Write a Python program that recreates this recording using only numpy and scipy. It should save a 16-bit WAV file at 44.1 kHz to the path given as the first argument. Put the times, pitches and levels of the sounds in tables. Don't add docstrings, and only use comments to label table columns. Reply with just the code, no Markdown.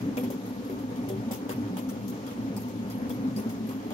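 import sys
import numpy as np
from scipy import signal
from scipy.fft import rfft, irfft
from scipy.io import wavfile
from scipy.ndimage import uniform_filter1d

SR = 44100
rng = np.random.default_rng(int(sys.argv[2]) if len(sys.argv) > 2 else 0)


def volts(x):
    e = np.asarray(x, float) / 20
    return 10 ** e


def output_pcm(signal):
    pcm = np.clip(np.atleast_2d(signal).T, -1, 1) * 32767
    wavfile.write(sys.argv[1], SR, np.round(pcm).astype(np.int16))


N = 173313

# t/s, peak level/dB, rattle length/s, extra level of the low part/dB
SHAKES = [(0.01, -49.5, 0.014, 15), (0.17, -34.5, 0.018, 5), (0.235, -41.5, 0.014, 9),
          (0.303, -36, 0.0091, 0.5), (0.454, -49.5, 0.044, 8), (0.644, -52, 0.026, 9),
          (0.695, -48, 0.03, 6.5), (0.788, -47, 0.0092, 9), (0.96, -48, 0.0065, 9),
          (1.0874, -35.5, 0.0075, 0), (1.311, -29.5, 0.024, -3), (1.342, -42, 0.0066, -1),
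          (1.4925, -35, 0.032, 5.5), (1.7687, -37.5, 0.024, 5), (1.889, -37.5, 0.016, 1),
          (2.08, -37, 0.026, -4), (2.265, -45, 0.055, 11), (2.565, -36, 0.016, -10.5),
          (2.616, -47, 0.015, -8), (2.683, -45, 0.013, -3), (2.9, -40, 0.022, 4), (3.095, -36, 0.018, -1),
          (3.3626, -38.5, 0.041, 1), (3.494, -35, 0.0083, -3), (3.689, -42.5, 0.038, 6.5),
          (3.904, -43, 0.034, 11.5)]


def frame(load_db, floor_db, beam_db):
    # f/Hz, width/Hz, level/dB
    frame_modes = [(112.2, 11.1, -1), (123, 26, -10), (191.1, 47, -9.5), (210.3, 19, -4), (235.5, 17, -3),
                   (259.3, 18.2, 3.5), (287.9, 16.2, 0), (302, 29, -13), (388, 21.5, -12),
                   (428.2, 29.6, -12), (495, 46, -14.5), (535.7, 19, -15), (591, 12, -22), (890, 89, -23)]
    wander_db, bed_db, trim_db = 2.5, -5.5, 1
    source = grit(per_s=900, spread_db=3.5)
    modes = []
    for k, (hz, width, level_db) in enumerate(frame_modes):
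        r = np.exp(-np.pi * width / SR)
        resonance = [1, -2 * r * np.cos(2 * np.pi * hz / SR), r * r]
        pair = source[k % 2::2]
        for _ in range(2):
            pair = signal.lfilter([1 - r, 0, r - 1], resonance, pair)
        modes.append(volts(level_db + wander_db * drift(4.9)) * stereo(*pair, hz))
    upper_db = -47 + 0.21 * (load_db - load_db.mean())
    parts = [(modes[:2], floor_db),
             (modes[2:4], beam_db + bed_db / 2),
             (modes[4:8], load_db + bed_db),
             (modes[8:], upper_db)]
    return sum(even(sum(part)) * volts(level_db + trim_db) for part, level_db in parts)


def thuds():
    # t/s, peak level/dB, f/Hz
    lurches = [(0.169, -20, 254.3), (0.234, -24, 239.8), (0.277, -22.5, 252.4), (0.473, -28, 262.2),
               (0.509, -24.5, 258), (0.585, -27.5, 239), (0.659, -30, 282), (0.802, -31, 275.7),
               (0.84, -24.5, 260.6), (0.982, -23.5, 248.7), (1.037, -23.5, 279.7), (1.183, -29.5, 224),
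               (1.274, -26, 241.4), (1.362, -39, 256), (1.454, -28.5, 281), (1.553, -29, 265),
               (1.587, -26.5, 235), (1.654, -27, 289.3), (1.706, -24, 190), (1.762, -24, 250.2),
               (1.873, -26, 257.4), (1.914, -31.5, 209.7), (1.964, -29.5, 247), (2.022, -27.5, 203.6),
               (2.087, -25.5, 248.7), (2.384, -27, 237), (2.444, -24.5, 272.8), (2.645, -28, 245.3),
               (2.691, -36, 235), (2.744, -34, 251.5), (2.787, -25, 233.7), (2.849, -26, 204.5),
               (2.938, -31, 266), (2.986, -29.5, 260), (3.025, -28.5, 230), (3.092, -27, 254),
               (3.148, -46, 252), (3.193, -26.5, 271.7), (3.248, -21.5, 264.4), (3.362, -20.5, 208),
               (3.463, -22, 230.7), (3.521, -34.5, 270), (3.602, -26, 220), (3.69, -24, 255.7),
               (3.75, -28.5, 263), (3.848, -29.5, 293.8)]
    # t/s, peak level/dB, f/Hz
    clops = [(0.174, -27, 487), (0.303, -33.5, 546), (0.696, -36, 421), (0.914, -31.5, 491),
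             (1.311, -36.5, 503), (2.089, -37, 467), (2.939, -40, 490), (3.097, -35, 495),
             (3.182, -34.5, 498), (3.471, -38, 349), (3.856, -36, 406)]
    lead = [0.00405, 0, 0]
    low = swells(np.array(lurches) - lead, rise_s=0.0066, t60=0.2)
    upper = swells(np.array(clops) - lead, rise_s=0.0033, t60=0.13)
    return volts(-3) * (low + upper)


def grind(load_db):
    # f/Hz, level/dB per Hz
    grind_spectrum = [(22, -36), (40, -28), (65, -18), (150, -22), (256, -5.5), (345, -17.5), (661, -19),
                      (2400, -34)]
    shared = drift(9.1)
    swing_db = -41.5 + 0.21 * (load_db - load_db.mean())
    return bank(grit(3000, 3.0), grind_spectrum, lambda hz: volts(swing_db + shared + drift(8)))


def rattle():
    # f/Hz, level/dB per Hz
    rattle_spectrum = [(900, 3.5), (1590, -6), (3000, -7), (4070, -10), (5200, -7.5), (9500, -10),
                       (12500, -5.5), (19000, -8.5)]
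    low_part_hz, colour_db, patchy_db, trim_db = 3880, 0.36, 3, -10
    fade_t60, tail_t60, first_t60 = 0.06, 0.21, 3 * 0.0072
    tail, first_hit = volts(-4), volts(0.5)
    s, db, hold, low_db = np.transpose(SHAKES)
    shaking = drift(160)

    def shape(hz):
        tilt_db = low_db / (1 + (hz / low_part_hz) ** 4)
        heights = volts(db + trim_db + tilt_db + colour_db * rng.standard_normal(len(s)))
        starts = spikes(s, heights)
        ends = spikes(s + hold, heights)
        held = np.cumsum(starts - ends)
        body = held + (1 - tail) * fade(ends, fade_t60) + tail * fade(ends, tail_t60)
        first = first_hit / (1 + (low_part_hz / hz) ** 4) * fade(starts, first_t60)
        return body * volts(0.9 * shaking + patchy_db * drift(34)) + first * [[1], [0.24]]

    return bank(grit(7000, 3.4), rattle_spectrum, shape) * volts([[-0.5], [0.5]])


def notes():
    # t/s, peak level/dB, f/Hz
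    clear_notes = [(.175, -36, 2410), (.176, -46, 3340), (.2375, -54, 5170), (.304, -53, 6500),
                   (.32, -51, 3340), (.953, -49.5, 3100), (1.098, -47, 3410), (1.287, -58, 3560),
                   (1.312, -40.5, 7800), (1.346, -47, 5940), (1.494, -43.5, 2860), (1.494, -49, 7130),
                   (1.522, -45, 2050), (1.769, -50, 3080), (1.894, -49, 5800), (2.567, -42, 4900),
                   (2.62, -57, 6600), (2.906, -46, 5000), (3.1, -43, 3400), (3.362, -40, 4880)]
    flutter = 0.6 + drift(220)
    return swells(clear_notes, rise_s=0.001, t60=0.073) * flutter * volts([[0], [-3.0]])


def knocks():
    # t/s, peak level/dB, brightness/dB per octave
    strokes = [(0.172, -28, -1), (0.233, -34, 0), (0.303, -33, 0), (0.697, -33, -17), (1.054, -34, -9),
               (1.099, -28, -7), (1.309, -31, 3), (1.4935, -29, -2), (1.768, -37, 7), (2.569, -39, 9),
               (3.375, -32.5, -5), (3.906, -36, 9.5)]
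    # f/Hz, level/dB, t60/s
    wood = [(248, -3, 0.025), (384.6, -1, 0.29), (493.3, 1.5, 0.1), (595, -1.5, 0.11), (763, 0, 0.052),
            (895, -4.5, 0.061), (1180, -9.5, 0.031)]
    s, db, bright_db = np.transpose(strokes)
    return struck(s, lambda hz: db - 7 + bright_db * np.log2(hz / 500), wood, bounce_s=0.009, scatter_db=2.0)


def shoe():
    # f/Hz, level/dB, t60/s
    boards = [(2344, -9.5, 0.015), (3297, -4.5, 0.051), (4950, -7, 0.026), (6840, -9, 0.041)]
    s, db, _, low_db = np.transpose(SHAKES)
    return struck(s, lambda hz: db - 14.5 + low_db, boards, bounce_s=0.01, scatter_db=5.5, count=6)


def iron():
    # t/s, peak level/dB
    jingles = [(0.02, -56), (.18, -39), (.25, -56), (0.312, -51), (.40, -54.5), (.46, -51), (.50, -56),
               (0.649, -50), (.695, -50), (0.8, -54), (0.964, -51), (1.10, -52), (1.185, -60), (1.559, -53),
               (1.59, -61), (1.787, -45), (2.05, -52), (2.569, -48), (2.884, -54), (2.947, -49),
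               (3.102, -50), (3.20, -62), (3.371, -49), (3.67, -45)]
    # f/Hz, level/dB, t60/s
    iron_modes = [(11355, -5, .09), (11400, -4, .1), (11470, -8, .06), (9835, -14, .08), (3090, -11, .1)]
    s, db = np.transpose(jingles)
    return struck(s, lambda hz: db - 5.5, iron_modes, bounce_s=0.03, scatter_db=3.5)


def water():
    # f/Hz, level/dB per Hz
    race_spectrum = [(1000, 12.5), (1500, -15), (2540, 1), (5280, -5), (7170, -6), (8600, -17.5),
                     (12900, -11), (19000, -43)]
    shared = drift(14.0)
    hiss = rng.standard_normal((4, N))
    return volts(-54.5) * bank(hiss, race_spectrum, lambda hz: volts(0.37 * shared + 1.03 * drift(13)))


def rms_one(x):
    return x / np.sqrt(np.mean(x ** 2) + 1e-20)


def even(x):
    size = int(0.21 * SR)
    slow = uniform_filter1d(uniform_filter1d(np.mean(x ** 2, axis=0), size), size)
    return rms_one(x / np.sqrt(slow + 1e-20))


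def at_hz(points, hz):
    points = np.array(points)
    return np.interp(np.log(hz), np.log(points[:, 0]), points[:, 1])


def drift(rate):
    step = 40
    r = np.exp(-2 * np.pi * rate * step / SR)
    noise = rng.standard_normal(N // step + 2002)
    slow = signal.lfilter([1], [1, -2 * r, r * r], noise)[2000:]
    return np.interp(np.arange(N) / step, np.arange(len(slow)), rms_one(slow))


def grit(per_s, spread_db):
    sizes = volts(spread_db * np.minimum(rng.exponential(1, (4, N)), 5))
    signs = rng.choice([-1, 1], (4, N))
    return rms_one(sizes * signs * (rng.random((4, N)) < per_s / SR))


def spikes(s, heights):
    out = np.zeros(N + SR)
    np.add.at(out, (s * SR).astype(int), heights)
    return out[:N] + 1e-18


def fade(strokes, t60):
    return signal.lfilter([1], [1, -volts(-60 / (t60 * SR))], strokes)


def ring(strokes, hz, t60):
    r = volts(-60 / (t60 * SR))
    w = 2 * np.pi * hz / SR
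    return signal.lfilter([0, np.sin(w)], [1, -2 * r * np.cos(w), r * r], strokes)


def struck(s, level_of, modes, bounce_s, scatter_db, count=3):
    out = np.zeros((2, N))
    later = np.arange(count)
    lands = s[:, None] + bounce_s * later * rng.uniform(0.69, 1.25, (len(s), count))
    for hz, level_db, t60 in modes:
        scatter, *signs = rng.standard_normal((3,) + lands.shape)
        strength_db = level_of(hz)[:, None] + level_db - 3 * later
        strength = volts(strength_db + scatter_db * scatter * (later > 0))
        mid, side = (ring(spikes(lands.ravel(), (strength * np.sign(c)).ravel()), hz, t60) for c in signs)
        out += stereo(mid, side, hz)
    return out


def swells(rows, rise_s, t60):
    out = np.zeros(N + SR)
    t = np.arange(SR // 4) / SR
    shape = (1 - np.exp(-t / rise_s)) * volts(-60 * t / t60)
    shape /= shape.max()
    for s, db, hz in rows:
        start = int(s * SR)
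        out[start:start + len(t)] += volts(db) * shape * np.sin(2 * np.pi * (hz * t + rng.random()))
    return out[:N]


def stereo(mid, side, hz):
    # f/Hz, correlation
    likeness = [(60, 1), (180, 0.95), (550, 0.85), (1650, 0.22), (4970, -0.085), (15000, -0.14)]
    alike = np.clip(at_hz(likeness, hz), -1, 1)
    return (np.sqrt(1 + alike) * mid + np.sqrt(1 - alike) * side * [[1], [-1]]) / np.sqrt(2)


def bank(source, spectrum, gain):
    bottom, top = spectrum[0][0], spectrum[-1][0]
    edges = np.geomspace(bottom, top, int(3 * np.log2(top / bottom)) + 1)
    out, power = 0, 0
    for k, (low, high) in enumerate(zip(edges, edges[1:])):
        band = signal.butter(2, [low, high], "band", fs=SR, output="sos")
        mid, side = signal.sosfilt(band, source[k % 2::2])
        hz = np.sqrt(low * high)
        height = volts(at_hz(spectrum, hz))
        power += height ** 2 * (high - low) * 2 / SR
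        out = out + height * gain(hz) * stereo(mid, side, hz)
    return out / np.sqrt(power)


def scene():
    # t/s, frame level/dB, floor level/dB, low beam level/dB
    pressure = [(0, -24, -37, -35), (0.198, -33.5, -46.5, -36.5), (.62, -38, -50.5, -44),
                (.76, -34, -48.5, -41.5), (1.04, -34.5, -45.5, -40), (1.2, -36.5, -37.5, -37.5),
                (1.42, -35, -54, -41.5), (1.6, -32, -38, -40.5), (1.8, -34.5, -51, -39.5),
                (2.05, -35, -44.5, -38.5), (2.27, -37.5, -51, -47), (2.47, -31, -43, -35),
                (2.65, -38.5, -45, -37), (2.83, -36.5, -44.5, -39.5), (3.1, -33.5, -45, -39),
                (3.33, -30.5, -44, -34.5), (3.6, -39.5, -46, -39.5), (3.93, -34.5, -52.5, -39.5)]
    s, *columns = np.transpose(pressure)
    load_db, floor_db, beam_db = (np.interp(np.arange(N) / SR, s, c) for c in columns)
    mix = frame(load_db, floor_db, beam_db) + thuds() + grind(load_db) + notes() + iron() + water()
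    low_cut = signal.butter(2, 210, "high", fs=SR, output="sos")
    mix += signal.sosfilt(low_cut, rattle() + knocks() + shoe())
    return np.array([mix[0], np.roll(mix[1], 13)])


def band_limit(x):
    return signal.sosfilt(signal.butter(12, 17000, fs=SR, output="sos"), x)


def record(dry):
    # f/Hz, left over right level/dB
    ports = [(125, -0.1), (500, 1.5), (2300, 0), (4000, 2), (6500, 8), (7900, 1.5), (12500, 7), (15700, 6)]
    hz = np.arange(N // 2 + 1) * SR / N + 1
    top_cut_db = np.interp(hz, [15750, 1.01 * 15750, 15960, 1.02 * 15960], [0, -32, -32, -64])
    colour_db = at_hz(ports, hz) * np.array([[0.5], [-0.5]]) + top_cut_db
    peak_hz, peak_width_hz, peak_db = 11270, 590, 9.5
    colour_db[1] += peak_db / (1 + ((hz - peak_hz) / peak_width_hz) ** 2)
    return band_limit(irfft(rfft(dry) * volts(colour_db), N))


dry = scene()
out = record(dry)
output_pcm(out)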